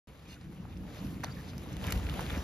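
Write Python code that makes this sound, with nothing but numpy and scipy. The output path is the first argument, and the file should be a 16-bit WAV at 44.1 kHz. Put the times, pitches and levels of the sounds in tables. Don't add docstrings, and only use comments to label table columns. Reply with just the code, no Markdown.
import sys
import numpy as np
from scipy import signal
from scipy.fft import rfft, irfft, next_fast_len
from scipy.io import wavfile
from scipy.ndimage import uniform_filter1d

SR = 44100
rng = np.random.default_rng(int(sys.argv[2]) if len(sys.argv) > 2 else 0)


def to_wav(s):
    ch = np.atleast_2d(s).T
    pcm = np.round(np.clip(ch, -1, 1) * 32767)
    wavfile.write(sys.argv[1], SR, pcm.astype(np.int16))


def to_linear_factor(level_db):
    exponent = np.asarray(level_db, float) / 20
    return 10 ** exponent


N = 107515

# start [t/s], length [t/s], level [dB], narrow resonance [f/Hz]
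RUBBER_SLIPS = [
    (0.25, .11, -62.5, 2460),
    (0.273, 0.097, -64, 2810),
    (.3, .06, -69, 3600),
    (0.26, .04, -65, 3200),
    (0.28, .075, -63, 4280),
    (.285, 0.053, -68.5, 4730),
    (0.35, .03, -66, 1480),
    (1.36, 0.054, -56, 1790),
    (1.3, 0.034, -58, 4650),
    (1.245, 0.018, -54.5, 4400),
]
# start [t/s], length [t/s], level [dB], broad resonance [f/Hz]
SCUFF_PATCHES = [(0.244, 0.12, -67.5, 3900), (0.273, 0.096, -65.5, 6400), (0.94, 0.047, -58.5, 2500),
                 (0.402, 0.065, -64, 1900), (0.584, 0.16, -62, 1000), (1.047, 0.14, -64, 14000),
                 (1.34, 0.094, -61, 15500), (1.7, 0.065, -59, 1830), (1.23, 0.028, -48.5, 1500),
                 (1.25, 0.061, -51.5, 1500), (0.682, 0.063, -63.5, 2800), (0.275, 0.091, -68, 9000),
                 (2.5, .11, -59.5, 8700), (0.79, 0.21, -56, 560), (1.472, 0.044, -56, 4100),
                 (1.834, 0.1, -53.5, 1900), (1.836, 0.094, -59, 3000), (0.89, .1, -64, 4200),
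                 (2.6, 0.032, -52.5, 2600), (2.31, 0.079, -50, 2540)]
# time [t/s], level [dB]
GRIT_LEVEL = [(.07, -60.5), (.2, -60), (.4, -61.5), (.55, -60.5), (.75, -60.5), (.9, -56.5), (1.0, -51.5),
              (1.15, -56.5), (1.3, -54), (1.45, -53), (1.68, -54.5), (1.8, -50), (1.87, -42.5), (1.97, -47),
              (2.05, -48), (2.2, -44.5), (2.33, -46), (2.43, -47)]
# frequency [f/Hz], density [level/dB per Hz]
GRIT_COLOUR = [(250, -38), (400, -8), (800, -16), (1500, -20), (2500, -21), (7000, -33), (14000, -33.5),
               (16200, -67)]
# time [t/s], peak [level/dB], pitch [f/Hz]
STONE_KNOCKS = [(.411, -51.5, 850), (.652, -45, 900), (.704, -52, 696), (.853, -45.5, 750),
                (1.027, -50, 940), (1.232, -46, 1280), (1.235, -30.5, 1700), (1.2388, -26.5, 1020),
                (1.2388, -28.5, 1800), (1.2439, -30, 840), (1.2452, -31, 4300), (1.2447, -32.5, 1960),
                (1.2465, -37, 620), (1.662, -42, 850), (1.822, -42, 696), (1.848, -34.5, 1000),
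                (1.9035, -32, 1300), (2.031, -39, 2800), (2.088, -39, 1200), (2.113, -39, 1300),
                (2.127, -38, 1010), (2.1932, -27, 920), (2.193, -32.5, 1740), (2.1991, -33, 1300),
                (2.207, -38, 1200), (2.24, -40, 1500), (2.2985, -34, 1710), (2.3034, -35, 1800),
                (2.318, -40, 1500), (2.342, -37, 1500), (2.349, -30.5, 2300), (2.36, -36, 2000),
                (2.367, -40, 1410)]
# time [t/s], peak [level/dB], ring [f/Hz], treble snap [level/dB]
STONE_CRACKS = [(0.4116, -44.5, 4600, -12), (0.6523, -39.5, 920, -28), (.773, -47.5, 6900, -15),
                (.981, -45, 5000, -3), (0.992, -46, 4500, -8), (1.048, -46, 4530, -10),
                (1.069, -43, 4000, 5), (1.205, -45, 2290, -1), (1.236, -38, 4400, 2),
                (1.2383, -33.5, 4500, 3.5), (1.2433, -29, 4830, 0), (1.533, -40, 1900, -12),
                (1.58, -35, 5460, -2.5), (1.729, -42.5, 5460, -16.5), (1.739, -44.5, 5670, -14),
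                (1.767, -37.5, 2970, 2), (1.813, -41.5, 2200, -12), (1.83, -43, 1800, -10),
                (1.841, -30.5, 2900, -4), (1.8465, -37, 2010, -14), (1.862, -49, 2700, -12),
                (1.868, -35.5, 2780, 5), (1.876, -41, 2600, -10), (1.883, -29, 1900, -8),
                (1.887, -37, 1800, -7), (1.9025, -34, 2200, -1), (1.9071, -30, 2300, 5),
                (1.912, -39.5, 3000, -4), (1.916, -44, 1800, -14), (1.9224, -25.5, 1880, 6.5),
                (1.9223, -25, 4250, 4.5), (1.9246, -27.5, 3080, 5.5), (1.955, -37, 2780, -8),
                (1.976, -39, 3000, 7), (2.067, -34, 2740, -11), (2.089, -31, 2420, -13),
                (2.096, -30.5, 2910, -5), (2.139, -34.5, 2520, -2), (2.176, -38, 2800, -8),
                (2.194, -40, 4500, -12), (2.2, -41, 2600, -8), (2.207, -37, 3000, 7.5),
                (2.228, -40.5, 3100, -12), (2.2638, -34.5, 3500, -8), (2.2985, -32.5, 3280, -10),
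                (2.3035, -28, 2600, -11), (2.318, -42, 2900, -14), (2.33, -46, 3200, -10),
                (2.336, -45, 4500, -8)]
# time [t/s], peak [level/dB], pitch [f/Hz]
LUMP_THUDS = [(.47, -36, 142), (0.599, -34, 181), (0.638, -34.5, 102), (0.811, -37.5, 120),
              (1.046, -37, 245), (1.256, -37, 111), (1.278, -32.5, 128), (1.292, -35.5, 120),
              (1.555, -35, 90), (1.676, -33, 170), (1.748, -32, 140), (1.863, -31, 104), (1.93, -28.5, 88),
              (1.959, -24.5, 63.4), (2.138, -34, 140), (2.372, -24.5, 240), (2.386, -26.5, 68)]
# time [t/s], carcass [level/dB], extra depth [level/dB]
TYRE_WEIGHT = [(.08, -56, 1), (.35, -51.5, 0.5), (.49, -44.5, -7.5), (.56, -48, -3), (.62, -45, -3),
               (.75, -46, 4), (.84, -43, -4), (0.968, -46, 0), (1.04, -38.5, -4.5), (1.2, -41, -6.5),
               (1.45, -46.5, 3), (1.62, -41.5, -4), (1.78, -41.5, 1.5), (1.899, -38, 4.5),
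               (2.05, -38.5, 4.5), (2.2, -39.5, 2.5), (2.32, -42, 6), (2.43, -43.5, 7.5)]
# pitch [f/Hz], strength [level/dB], decay by 60 dB [t/s]
TYRE_RESONANCES = [(49, -12, 0.21), (64.2, -0.5, 0.19), (88, -3.5, 0.26), (120, -3.5, 0.14),
                   (147, -2.5, 0.13), (183.9, -0.5, 0.2), (240, -6.5, 0.16), (290, -6, 0.067),
                   (336.3, -10.5, 0.049), (497, -18, 0.018)]
# frequency [f/Hz], lead [phase/rad]
LEFT_LEAD = [(350, 0), (1120, .6), (1550, .9), (1900, 0), (3190, 1.6), (5000, 0), (6720, -1.3),
             (7550, -2.3), (7750, -np.pi), (8850, -np.pi), (9100, -4), (10800, -5.6), (11100, -2 * np.pi),
             (12900, -2 * np.pi), (13200, -7), (14300, -8), (14700, -3 * np.pi)]
# frequency [f/Hz], difference [level/dB]
LEFT_OVER_RIGHT = [(300, -.4), (700, 1.3), (4000, 2.0), (7400, 1.5), (7750, 0), (8850, 0), (9200, 1.5),
                   (10700, 1.5), (11100, 0)]
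# frequency [f/Hz], strength [level/dB]
UNLIKE_PART = [(60, -17.5), (300, -14.5), (900, -4), (1900, -9.5), (3500, -3.5), (5000, -9.5), (6500, -2)]

SLIPS_PER_S = 1500
TREBLE_HZ = 6400
ALIKE_ABOVE_HZ = 7400


def rms_one(x):
    return x / np.sqrt(np.mean(x ** 2) + 1e-20)


def at_hz(points, hz):
    table_hz, values = np.transpose(points)
    return np.interp(np.log(hz + 1), np.log(table_hz + 1), values)


def filtered(x, order, hz, kind="high"):
    return signal.sosfilt(signal.butter(order, hz, kind, fs=SR, output="sos"), x)


def add_at(out, start_s, sound):
    i = int(start_s * SR)
    out[i:i + len(sound)] += sound[:N - i]


def drift(rate):
    r = np.exp(-80 * np.pi * rate / SR)
    slow = signal.lfilter([1], [1, -2 * r, r * r], rng.standard_normal(N // 40 + 2002))[2000:]
    return np.interp(np.arange(N) / 40, np.arange(len(slow)), rms_one(slow))


def evened(x):
    even_s = 0.3
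    return x / np.sqrt(uniform_filter1d(x ** 2, size=int(even_s * SR)) + 1e-20)


def ring(x, hz, t60):
    r, w = to_linear_factor(-60 / (t60 * SR)), 2 * np.pi * hz / SR
    return signal.lfilter([0, np.sin(w)], [1, -2 * r * np.cos(w), r * r], x + 1e-18)


def clicks(per_s, spread_db):
    sizes = to_linear_factor(spread_db * np.minimum(rng.exponential(1, N), 5)) * rng.choice([-1, 1], N)
    return rms_one(sizes * (rng.random(N) < per_s / SR))


def swell(start_s, length_s):
    through = np.clip((np.arange(N) / SR - start_s) / length_s, 0, 1)
    return np.sqrt(np.sin(np.pi * through) + 1e-9)


def soft_push(t, hz, push):
    return push * np.exp(1 - push) * np.sin(2 * np.pi * hz * t)


def slipping():
    drive = clicks(SLIPS_PER_S, 2.7) + 0.5 * rng.standard_normal(N)
    out = np.zeros(N)
    for s, length, db, hz in RUBBER_SLIPS:
        out += to_linear_factor(db) * swell(s, length) * rms_one(ring(drive, hz, t60=0.016))
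    return out


def scuffs():
    width, air_db = 1.73, -17
    out = np.zeros(N)
    slips = clicks(SLIPS_PER_S, 0.9) + 0.8 * rng.standard_normal(N)
    air = to_linear_factor(air_db) * rms_one(filtered(slips, 2, TREBLE_HZ))
    for s, length, db, hz in SCUFF_PATCHES:
        body = rms_one(ring(slips, hz, width / hz * 2))
        out += to_linear_factor(db) * swell(s, length) * (body + air * (length > .03))
    return out


def grit(level_db, clump):
    grains_per_s, spread_db, clump_db = 900, 3, 3
    grain_db, hiss_db = -6.5, -2.5
    grains = clicks(grains_per_s * to_linear_factor(clump_db * clump), spread_db)
    edges = 250 * 2 ** np.arange(0, 6.4, 1 / 3)
    out = np.zeros(N)
    for low, high in zip(edges, edges[1:]):
        drive = to_linear_factor(grain_db) * grains * rng.standard_normal(N)
        drive += to_linear_factor(hiss_db) * rng.standard_normal(N)
        band = evened(filtered(drive, 2, [low, high], "band"))
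        band_db = at_hz(GRIT_COLOUR, np.sqrt(low * high)) + 1.55 * drift(9.6)
        out += band * np.sqrt(high - low) * to_linear_factor(band_db)
    return to_linear_factor(level_db + clump * 0.39) * rms_one(out)


def knocks():
    cycles = 6.1
    out, t = np.zeros(N), np.arange(SR // 40) / SR
    for s, db, hz in STONE_KNOCKS:
        add_at(out, s, to_linear_factor(db) * soft_push(t, hz, 10 * t * hz / cycles))
    return out


def cracks():
    crack_s, tail_s, tail_db = 0.00057, 0.01, -18
    ring_cycles, ring_db = 7.2, 0.5
    chip_hz, chip_db = (900, 5960), -32
    out, t = np.zeros(N), np.arange(SR // 25) / SR
    envelope = t / crack_s * np.exp(1 - t / crack_s) + to_linear_factor(tail_db) * np.exp(-t / tail_s)
    for s, db, hz, treble_db in STONE_CRACKS:
        burst = rng.standard_normal(len(t)) * envelope
        burst[int(crack_s * SR)] += 4.0
        parts = [(ring(burst, hz, ring_cycles / hz), ring_db),
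                 (filtered(burst, 1, chip_hz, "band"), chip_db),
                 (filtered(burst, 2, TREBLE_HZ), treble_db)]
        for part, part_db in parts:
            add_at(out, s, to_linear_factor(db + part_db) * part / np.abs(part).max())
    return out


def thuds():
    cycles, trim_db = 2.16, -3
    out, t = np.zeros(N), np.arange(SR // 8) / SR
    for s, db, hz in LUMP_THUDS:
        add_at(out, s, to_linear_factor(db + trim_db) * soft_push(t, hz, 4 * t * hz / cycles))
    return out


def carcass(level_db, depth_db):
    lumps_per_s, spread_db, grind_db = 220, 1, -1.5
    deep_hz, soft_hz = 100, 488
    lumps = clicks(lumps_per_s * to_linear_factor(3 * drift(8)), spread_db)
    drone = np.zeros(N)
    for hz, db, t60 in TYRE_RESONANCES:
        shake = lumps * rng.standard_normal(N) + to_linear_factor(grind_db) * rng.standard_normal(N)
        drone += to_linear_factor(db + depth_db * (hz < deep_hz)) * evened(ring(shake, hz, t60))
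    drone = filtered(drone, 4, 40)
    return to_linear_factor(level_db - 4.5) * filtered(drone, 2, soft_hz, "low")


def ports(near, far):
    size = next_fast_len(N + 2048)
    hz = np.arange(size // 2 + 1) * SR / size
    turn = np.exp(.5j * at_hz(LEFT_LEAD, hz)) * to_linear_factor(.5 * at_hz(LEFT_OVER_RIGHT, hz))
    alike = rfft(near, size)
    unlike = rfft(far, size) * to_linear_factor(at_hz(UNLIKE_PART, hz)) * (hz < ALIKE_ABOVE_HZ)
    left = irfft((alike + unlike) * turn, size)[:N]
    right = irfft((alike - unlike) / turn, size)[:N]
    return np.array([left, right])


def scene():
    t = np.arange(N) / SR
    s, body, depth = np.transpose(TYRE_WEIGHT)
    body_db, depth_db = np.interp(t, s, body), np.interp(t, s, depth)
    grit_db, clump = np.interp(t, *np.transpose(GRIT_LEVEL)), drift(20.5)
    stones = filtered(cracks(), 3, 600)
    hits = slipping() + scuffs() + knocks() + stones

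    fade_t = np.arange(SR // 50) / SR
    scatter = rng.standard_normal(len(fade_t)) * np.exp(-fade_t / 0.0015)
    echo = signal.fftconvolve(hits, scatter / np.linalg.norm(scatter))[:N]

    lumps = thuds()
    near = grit(grit_db, clump) + carcass(body_db, depth_db) + lumps + hits
    far = grit(grit_db, clump) + carcass(body_db, depth_db) + lumps + echo
    stray = to_linear_factor(-5) * filtered(stones, 2, ALIKE_ABOVE_HZ)
    return ports(near, far) + stray * [[0], [1]]


def top_cut(x):
    return signal.sosfilt(signal.butter(12, 16480, fs=SR, output="sos"), x)


def record(dry):
    top_hz, start_s = 16000, .0725
    cut = signal.sosfilt(signal.cheby2(12, 70, top_hz + 500, fs=SR, output="sos"), dry)
    mix = cut * (np.arange(N) > start_s * SR)
    return top_cut(mix)


dry = scene()
out = record(dry)
to_wav(out)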